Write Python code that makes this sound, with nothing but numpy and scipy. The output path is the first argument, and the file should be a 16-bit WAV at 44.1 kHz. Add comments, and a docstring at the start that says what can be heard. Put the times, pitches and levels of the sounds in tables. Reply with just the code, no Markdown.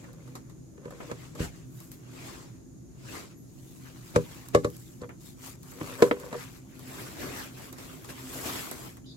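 """Under an open shed, with a drone far away, a cut plastic jug scrapes and bumps through a wooden tray.
It scoops up small live worms and pours them into a bucket, a fizz of tiny contacts; something squeaks.
The empty jug is knocked on the tray, its hollow walls ringing; a plastic sack crinkles as it is set down.
Then a hand stirs the worms over the rumbling tray bottom, and at the end a bird buzzes once."""
import sys
import numpy as np
from scipy import signal
from scipy.fft import rfft, irfft, next_fast_len
from scipy.io import wavfile
from scipy.ndimage import uniform_filter1d

SR = 44100
rng = np.random.default_rng(int(sys.argv[2]) if len(sys.argv) > 2 else 0)


def wav_out(sig):
    """Save sig, one row per channel (or a flat mono array), as 16-bit PCM at SR to the path in sys.argv[1]."""
    wavfile.write(sys.argv[1], SR, np.round(np.clip(np.atleast_2d(sig).T, -1, 1) * 32767).astype(np.int16))


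N = 404075
T = np.arange(N) / SR
HIT_T = T[:SR // 3]
LEFT_LAG_S = 0.00024  # the jug reaches the right side first


def amp(db):
    return 10 ** (np.asarray(db) / 20)


def unit_power(x):
    return x / np.sqrt(np.mean(x ** 2) + 1e-20)


def unit_attack(x):
    """Scales a hit to unit power over its first 20 ms."""
    return x / np.sqrt(np.mean(x[..., :SR // 50] ** 2) + 1e-20)


def curve_at(points, hz):
    points_hz, values = np.transpose(points)
    return np.interp(np.log(hz + 1), np.log(points_hz + 1), values)


def add(mix, start_s, sound):
    part = mix[:, max(round(start_s * SR), 0):][:, :sound.shape[-1]]
    part += sound[..., :part.shape[1]]


def swells(rows):
    """One envelope per level column; rise and fall each span 20 dB, and overlaps add in power."""
    t, power = T[::32], 0
    shape = 1.45  # 1 = pointed, 2 = bell
    for peak_s, rise_s, fall_s, *levels_db in rows:
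        away = np.maximum((peak_s - t) / rise_s, (t - peak_s) / fall_s)
        power = power + amp(np.array(levels_db)[:, None] - 20 * np.abs(away) ** shape) ** 2
    return [np.interp(T, t, np.sqrt(p)) for p in power]


# Stereo image, centred bass and wide treble: frequency_hz, left_right_correlation
STEREO_LIKENESS = [(60, 0.99), (130, 0.66), (290, 0.45), (640, 0.023), (1400, 0), (15000, 0.018)]
def coloured(x, colour):
    """Shapes a stereo pair to a tone colour that rolls off at both ends."""
    size = next_fast_len(x.shape[1])
    hz, z = np.fft.rfftfreq(size, 1 / SR), rfft(x, size)
    same = np.clip(curve_at(STEREO_LIKENESS, hz), -1, 1)
    z = np.array([z[0], same * z[0] + np.sqrt(1 - same ** 2) * z[1]])
    ends = np.minimum(hz / colour[0][0], 1) ** 2 * np.minimum(colour[-1][0] / (hz + 1), 1) ** 2
    return unit_power(irfft(z * amp(curve_at(colour, hz)) * ends, size)[:, :x.shape[1]])


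def noise(colour, size=N):
    return coloured(rng.standard_normal((2, size)), colour)


def brightened(colour, top_db):
    """Lifts or lowers the top octave of a colour."""
    return [(hz, db + top_db * np.clip(np.log2(hz / 6500), 0, 1)) for hz, db in colour]


# Low rumble and steady high hiss, their colours: frequency_hz, level_db
RUMBLE = [(25, -25), (45, -7), (90, -9), (130, -5.5), (200, -6.5), (260, -13), (350, -8), (440, -20),
          (600, -24), (900, -34.5)]
AIR = [(500, -6), (1150, -5.5), (3000, -14), (5000, -9), (6200, -2.5), (6800, 5), (7500, -9), (10000, -9.5),
       (12000, -10.5), (15500, -23)]
# Bands of the far drone: pitch_hz, width_hz, start_db, end_db
DRONE = [(125.4, 12, -52.5, -52.5), (158.3, 5.4, -53.5, -66.5), (260.2, 8.1, -57.5, -53.5),
         (319, 11.4, -61.5, -69.5)]
def background():
    """Low rumble and a wavering far drone under a faint hiss."""
    out = amp(-51.5) * noise(RUMBLE) + amp(-64.5) * noise(AIR)
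    for hz, width, start_db, end_db in DRONE:
        band = [(hz - 3 * width, -40), (hz - width / 2, -3), (hz, 0),
                (hz + width / 2, -3), (hz + 3 * width, -40)]
        out = out + amp(np.linspace(start_db, end_db, N)) * noise(band)
    return out


# Reverb time under the shed: frequency_hz, t60_s
SHED_DECAY = [(100, 0.42), (500, 0.12), (2000, 0.13), (8000, 0.26), (16000, 0.084)]
def shed(x):
    """A short, diffuse tail from the roof and the stacked trays."""
    hz, t, z = signal.stft(rng.standard_normal((2, SR // 2)), SR, nperseg=256)
    decay = amp(-60 * t / curve_at(SHED_DECAY, hz)[:, None])
    tail = signal.istft(z * decay, SR, nperseg=256)[1]
    tail = tail * np.minimum(T[:tail.shape[1]] / 0.0098, 1)
    return signal.fftconvolve(x, tail / np.linalg.norm(tail[0]), axes=1)[:, :N]


# A bird's buzzing note and a faint, thin squeak: time_s, lowest_pitch_hz, flick_hz, level_db
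BIRD = [(9.044, 2950, 30, -58), (9.054, 3100, 60, -73), (9.062, 3700, 1600, -58), (9.085, 3660, 1520, -55),
        (9.122, 3590, 1250, -54.5), (9.135, 3800, 700, -65), (9.16, 3750, 450, -79)]
SQUEAK = [(3.355, 11600, 20, -82), (3.38, 11380, 20, -63), (3.412, 11450, 20, -67), (3.435, 11300, 20, -71),
          (3.475, 10460, 20, -80)]
def chirp(rows, buzz_hz, waver_hz):
    """A whistle that flicks upward from its lowest pitch, fast and unevenly."""
    time_s, lowest_hz, flick_hz, db = np.transpose(rows)
    waver = unit_power(uniform_filter1d(rng.standard_normal((2, N)), 60))
    flick = np.sin(np.pi * np.cumsum(buzz_hz * (1 + .25 * waver), axis=1) / SR) ** 4
    pitch = np.interp(T, time_s, lowest_hz) + np.interp(T, time_s, flick_hz) * flick + waver_hz * waver
    envelope = amp(np.interp(T, time_s, db, left=-120, right=-120))
    return envelope * unit_power(np.sin(2 * np.pi * np.cumsum(pitch, axis=1) / SR))


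def grains(colour, per_s, spread_db):
    """Countless tiny contacts, each a half-millisecond puff; spread_db varies their size."""
    sizes = amp(spread_db * np.minimum(rng.exponential(1, N), 4))
    contacts = sizes * (rng.random(N) < per_s / SR)
    power = signal.lfilter([1], [1, -np.exp(-2 / (.0005 * SR))], contacts ** 2)
    return coloured(np.sqrt(power) * rng.standard_normal((2, N)), colour)


def mottled(x, patchy_db):
    """Each clump and crease favours its own pitches for a few hundredths of a second."""
    z = signal.stft(x, SR, nperseg=512, noverlap=384)[2]
    bands = uniform_filter1d(rng.standard_normal(z.shape[1:]), size=5, axis=0)
    patches = unit_power(uniform_filter1d(bands, size=11, axis=1))
    flicker = unit_power(uniform_filter1d(rng.standard_normal(z.shape[2]), size=5))
    depth = curve_at([(2500, 1), (9000, .45)], np.fft.rfftfreq(512, 1 / SR))[:, None]
    gain = amp(patchy_db * (depth * patches + 0.15 * flicker))
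    return unit_power(signal.istft(z * gain, SR, nperseg=512, noverlap=384)[1][:, :N])


# Rustle colours, dull and bright: frequency_hz, level_db
BODY = [(250, -4.5), (600, -3.5), (1100, 0), (1700, -3), (2400, -3.5), (3500, -8.5), (6000, -11)]
FIZZ = [(1500, -14.5), (3200, -6), (4500, -3.5), (6000, -2.5), (7600, 2), (9300, -7), (12000, -1.5),
        (14000, -8.5), (16000, -9)]
def rustle(body, fizz, top_db, per_s, spread_db):
    """A dull rubbing and a bright fizz of tiny contacts, each riding its own envelope."""
    dull = mottled(grains(BODY, per_s, spread_db=-1), patchy_db=3)
    bright = mottled(grains(brightened(FIZZ, top_db), per_s, spread_db), patchy_db=5)
    return body * dull + fizz * bright


# Cloth and foot moves: peak_s, rise_s, fall_s, body_db, fizz_db
CLOTH_MOVES = [(0.27, 0.18, .4, -64, -68), (3.315, .025, 0.045, -57, -68), (3.72, 0.38, 0.42, -66.5, -57.5),
               (3.88, 0.11, 0.11, -54.5, -58), (3.965, .04, .05, -54, -60), (4.07, 0.16, 0.39, -59, -56),
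               (4.35, 0.44, 0.27, -51.5, -54), (4.78, 0.36, 0.42, -64, -55.5)]
def cloth():
    """Cloth and feet rub as the worker leans and reaches."""
    return rustle(*swells(CLOTH_MOVES), top_db=3, per_s=3300, spread_db=0)


# Sack crinkles: peak_s, rise_s, fall_s, body_db, fizz_db
SACK_CREASES = [(5.265, 0.095, 0.1, -60, -50.5), (5.465, 0.1, 0.11, -49, -45), (5.7, 0.12, 0.6, -60, -53),
                (5.88, .14, 0.24, -45, -49), (6.03, 0.11, 0.15, -62, -45), (6.23, 0.13, 0.19, -54, -54),
                (6.42, 0.19, .13, -46.5, -50), (6.56, 0.16, 0.093, -56.5, -57)]
def sack():
    """The plastic sack creases under the bucket with a coarser grain."""
    return rustle(*swells(SACK_CREASES), top_db=2, per_s=2400, spread_db=-1.5)


# Low colour of a rubbed container: frequency_hz, level_db
THRUM = [(90, 2), (160, -4), (250, 1), (350, 3), (500, -4.5), (700, -7.5), (1200, -68)]
def thrum():
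    """The tray or jug rumbles under moving worms."""
    return noise(THRUM)


# Hand sweeps through the tray: peak_s, rise_s, fall_s, body_db, fizz_db, bottom_db
HAND_STROKES = [(7.02, 0.35, 0.32, -45.5, -47.5, -47), (7.225, 0.1, 0.24, -40.5, -45.5, -38),
                (7.39, 0.13, .15, -40.5, -44.5, -59), (7.64, 0.19, 0.13, -48, -50, -50.5),
                (7.81, 0.076, 0.32, -49, -50.5, -51.5), (7.93, 0.053, 0.39, -58.5, -55, -54.5),
                (8.1, 0.026, 0.042, -43, -45, -44), (8.19, 0.17, 0.25, -49, -52, -55),
                (8.37, 0.19, 0.22, -45, -42, -45.5), (8.465, 0.032, 0.1, -36, -38.5, -39.5),
                (8.56, 0.31, 0.26, -39.5, -40.5, -46.5), (8.86, 0.53, 0.13, -50, -49, -50)]
def stirring_hand():
    """The hand pushes worms aside and the tray's bottom rumbles under them."""
    body, fizz, bottom = swells(HAND_STROKES)
    return rustle(body, fizz, top_db=4.5, per_s=7000, spread_db=0) + bottom * thrum()


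# Small shifts after the scoop: peak_s, rise_s, fall_s, body_db, fizz_db
WORM_SETTLES = [(1.82, 0.18, 0.18, -61, -54.5), (1.923, 0.018, 0.091, -61, -53)]
def settling_worms():
    """Worms settle in the lifted jug with a fine, high hiss."""
    return rustle(*swells(WORM_SETTLES), top_db=7, per_s=4000, spread_db=-0.5)


# Scoops and pours: peak_s, rise_s, fall_s, flow_db
WORM_SLIDES = [(0.02, .2, 0.22, -60), (1.06, 0.25, 0.22, -54.5), (1.24, 0.19, 0.14, -53.5),
               (1.43, .07, 0.078, -40.5), (1.57, 0.15, 0.14, -58), (2.28, 0.28, 0.28, -47.5),
               (3.16, 0.17, 0.15, -44)]
def sliding_worms():
    """Worms slide over the jug's wall; one flow drives the rubbing, the fizz and the thrum."""
    flow, = swells(WORM_SLIDES)
    rubbing = rustle(flow, amp(-3) * flow, top_db=-3.5, per_s=8600, spread_db=0)
    return rubbing + amp(-1.5) * flow * thrum()


# Transient colours, dull and sharp: frequency_hz, level_db
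CLACK = [(300, 6), (700, -3.5), (1020, -4), (1300, -5.5), (1700, -8), (2200, -9.5), (3200, -21),
         (6000, -40)]
TICK = [(1200, 23.5), (2500, -40), (3700, 13), (5000, 9), (7600, 10.5), (9500, -0.5), (12000, 3),
        (16000, -47)]
def contact(colour, decay_s, chatter_db, chatter_s):
    """A short crack that reaches the right side first, with a chatter from all around."""
    crack = noise(colour, size=len(HIT_T))[0] * np.exp(-HIT_T / decay_s)
    direct = np.array([np.interp(HIT_T - LEFT_LAG_S, HIT_T, crack, left=0), crack])
    chatter = noise(colour, size=len(HIT_T)) * np.exp(-HIT_T / chatter_s)
    attack = 1 - np.exp(-HIT_T / (0.093 * decay_s))  # dull contacts start more softly
    return unit_attack((direct + amp(chatter_db) * chatter) * attack)


# Light handling of thin plastic: start_s, snap_db, clack_db, tick_db
PLASTIC_TAPS = [(0.041, -56, -50, -70), (0.131, -50, -72, -65), (0.275, -63, -59, -59),
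                (0.353, -46, -46, -46), (0.497, -58, -59, -60), (0.906, -49, -64, -57.5),
                (1.003, -64, -41.5, -71), (1.35, -65, -57, -52.5), (1.803, -40, -60, -57),
                (1.917, -36, -62, -71), (4.486, -35, -73, -58), (4.702, -41, -72, -67),
                (4.767, -39.5, -75, -68), (5.092, -52, -45, -75), (5.214, -49, -75, -63),
                (5.631, -42.5, -61, -58), (5.718, -42, -51, -67), (6.199, -39, -68, -54),
                (6.793, -41.5, -61.5, -57), (7.727, -36.5, -49.5, -50.5), (7.783, -49, -50, -49.5),
                (8.045, -50, -53, -49), (8.713, -27, -42.5, -47.5), (8.97, -45, -55, -60)]
def plastic_taps():
    """Fingers and thin plastic snap without ringing, and a few worms scatter after."""
    out = np.zeros((2, N))
    bright, thin = brightened(TICK, top_db=8), brightened(FIZZ, top_db=10)
    for start_s, snap_db, clack_db, tick_db in PLASTIC_TAPS:
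        snap = amp(snap_db) * noise(thin, size=len(HIT_T)) * np.exp(-HIT_T / 0.0019)
        clack = amp(clack_db) * contact(CLACK, decay_s=0.0046, chatter_db=14, chatter_s=0.021)
        tick = amp(tick_db) * contact(bright, decay_s=0.004, chatter_db=6, chatter_s=0.016)
        add(out, start_s, snap + clack + tick)
    return out


# Resonances of the jug's walls and the loaded tray: pitch_hz, level_db, t60_s
JUG_MODES = [(269, -14, 0.127), (306.3, -6.5, 0.14), (400, 1.5, 0.1), (470, -18.5, 0.074),
             (482.4, -3.5, 0.11), (528, -15, 0.086), (569.4, -6.5, 0.058), (677, -26, 0.037),
             (823, -28, 0.19), (1000, -16, 0.067), (1123, -10, 0.024), (1170, -21.5, 0.074),
             (1380, -47.5, 0.081), (1727, -16, 0.091), (2020, -33, 0.092)]
TRAY_MODES = [(67, -11, 0.17), (88, -5.5, 0.29), (113.5, 11.5, 0.088), (158.5, 7.5, 0.17), (187, -3, 0.2),
              (243, 1, 0.16), (298.6, 5.5, 0.086)]
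def ring(modes, rise_s, favoured_hz, favour_db):
    """Modes swell as the wall gives, low ones slowest; the contact point boosts a pitch and its octave."""
    t = np.maximum(HIT_T - np.array([[LEFT_LAG_S], [0]]), 0)
    out = 0
    for hz, db, t60 in modes:
        octaves = np.log2(hz / favoured_hz)
        nearness = np.exp(-(octaves / 0.33) ** 2) + np.exp(-((octaves - 1) / 0.096) ** 2)
        cycles = hz * (t - rise_s) + rng.uniform(-.1, .1)
        attack = 1 - np.exp(-(t / rise_s * max(hz / 600, 1)) ** 2)
        out = out + attack * amp(db + favour_db * nearness - 60 * t / t60) * np.cos(2 * np.pi * cycles)
    return unit_attack(out)


# The jug drags on wood and ground: peak_s, rise_s, fall_s, pressure_db
JUG_DRAGS = [(0.05, 0.29, 0.6, -54.5), (0.915, 0.15, 0.12, -45), (1.035, .06, 0.049, -46),
             (1.11, 0.03, 0.036, -37.5), (1.362, 0.032, 0.023, -45.5), (5.035, 0.027, .03, -36),
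             (5.82, 0.089, 0.068, -42.5), (5.92, 0.086, 0.043, -46), (6.02, 0.061, 0.11, -31),
             (6.24, 0.08, 0.16, -42.5), (6.345, 0.044, 0.038, -34)]
def jug_scuffs(slips_per_s=570):
    """Small uneven slips keep the jug's walls ringing; their soft push stirs mostly the low modes."""
    pressure, = swells(JUG_DRAGS)
    slips = pressure * rng.standard_normal(N) * (rng.random(N) < slips_per_s / SR)
    low_modes = [(hz, db - 10 * (hz > 700), t60) for hz, db, t60 in JUG_MODES]
    wall = ring(low_modes, rise_s=0.0016, favoured_hz=523, favour_db=17)
    wall += amp(-5) * contact(CLACK, decay_s=0.0016, chatter_db=-1.5, chatter_s=0.0037)
    wall /= np.linalg.norm(wall[0])
    return np.sqrt(SR / slips_per_s) * signal.oaconvolve(slips[None], wall, axes=1)[:, :N]


def brushed_worms(knocks, rise_s=0.02, fall_s=0.013):
    """The harder the jug thuds into the tray, the more worms it brushes aside."""
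    push, = swells([(start_s, rise_s, fall_s, thud_db - 16) for start_s, _, _, thud_db, _, _ in knocks])
    return push * (grains(BODY, per_s=8600, spread_db=1.5) + amp(8.5) * thrum())


# Early reflections off ground and roof: delay_s, level_db
ECHOES = [(.0088, -8), (0.0223, -9.5)]
# Hollow hits of the jug: start_s, ring_db, favoured_hz, thud_db, clack_db, tick_db
JUG_KNOCKS = [(0.778, -52, 400, -53, -60, -78), (0.854, -40, 500, -46, -49, -60),
              (1.114, -51, 438, -42, -37.5, -45), (1.400, -34, 70.2, -27, -62, -67),
              (4.160, -18.5, 523, -23, -25, -32), (4.548, -16, 572, -25, -20.5, -31.5),
              (4.646, -26, 565, -31.5, -31, -39.5), (5.016, -40.5, 474, -44, -64, -55),
              (5.812, -39.5, 337, -33.5, -39.5, -66), (6.0223, -14.5, 497, -34.5, -15.5, -28.5),
              (6.111, -25, 495, -51, -22.5, -66), (6.166, -43, 490, -53, -52, -68),
              (6.328, -46, 483, -73, -37, -50)]
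def jug_knocks():
    """Each blow cracks at the rim, thuds in the tray and rings the hollow jug; only the ring echoes."""
    hollow, impacts = np.zeros((2, 2, N))
    for start_s, ring_db, favoured_hz, thud_db, clack_db, tick_db in JUG_KNOCKS:
        walls = amp(ring_db) * ring(JUG_MODES, rise_s=0.005235, favoured_hz=favoured_hz, favour_db=15)
        thud = amp(thud_db) * ring(TRAY_MODES, rise_s=0.00565, favoured_hz=favoured_hz, favour_db=17.5)
        clack = amp(clack_db) * contact(CLACK, decay_s=0.0061, chatter_db=-2, chatter_s=0.0051)
        tick = amp(tick_db) * contact(TICK, decay_s=0.0014, chatter_db=-2.5, chatter_s=0.008)
        add(hollow, start_s, walls)
        add(impacts, start_s, thud + clack + tick)
    out = hollow + impacts
    for delay_s, db in ECHOES:
        add(out, delay_s, amp(db) * hollow)
    return out


def scene():
    """Hits and calls with shed reverb, dry rustles a little to the left, and the outdoors behind."""
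    hits = jug_knocks() + plastic_taps() + jug_scuffs()
    worms = sliding_worms() + stirring_hand() + brushed_worms(JUG_KNOCKS) + settling_worms()
    rustles = (worms + cloth()) * amp([[.8], [-.8]]) + sack() * amp([[1.6], [-1.6]])
    calls = chirp(BIRD, buzz_hz=300, waver_hz=50.8) + chirp(SQUEAK, buzz_hz=90, waver_hz=61)
    return hits + amp(-14.5) * shed(hits) + rustles + calls + amp(-4) * shed(calls) + background()


def record(dry):
    """The microphone's bass roll-off, then a steep cut of the highest treble."""
    low_cut_hz, high_cut_hz = 34, 15950
    lean = signal.sosfilt(signal.butter(2, low_cut_hz, "highpass", fs=SR, output="sos"), dry)
    lowpass = signal.firwin(511, high_cut_hz, window=("kaiser", 9), fs=SR)
    return signal.oaconvolve(lean, lowpass[None], "same")


dry = scene()
out = record(dry)
wav_out(out)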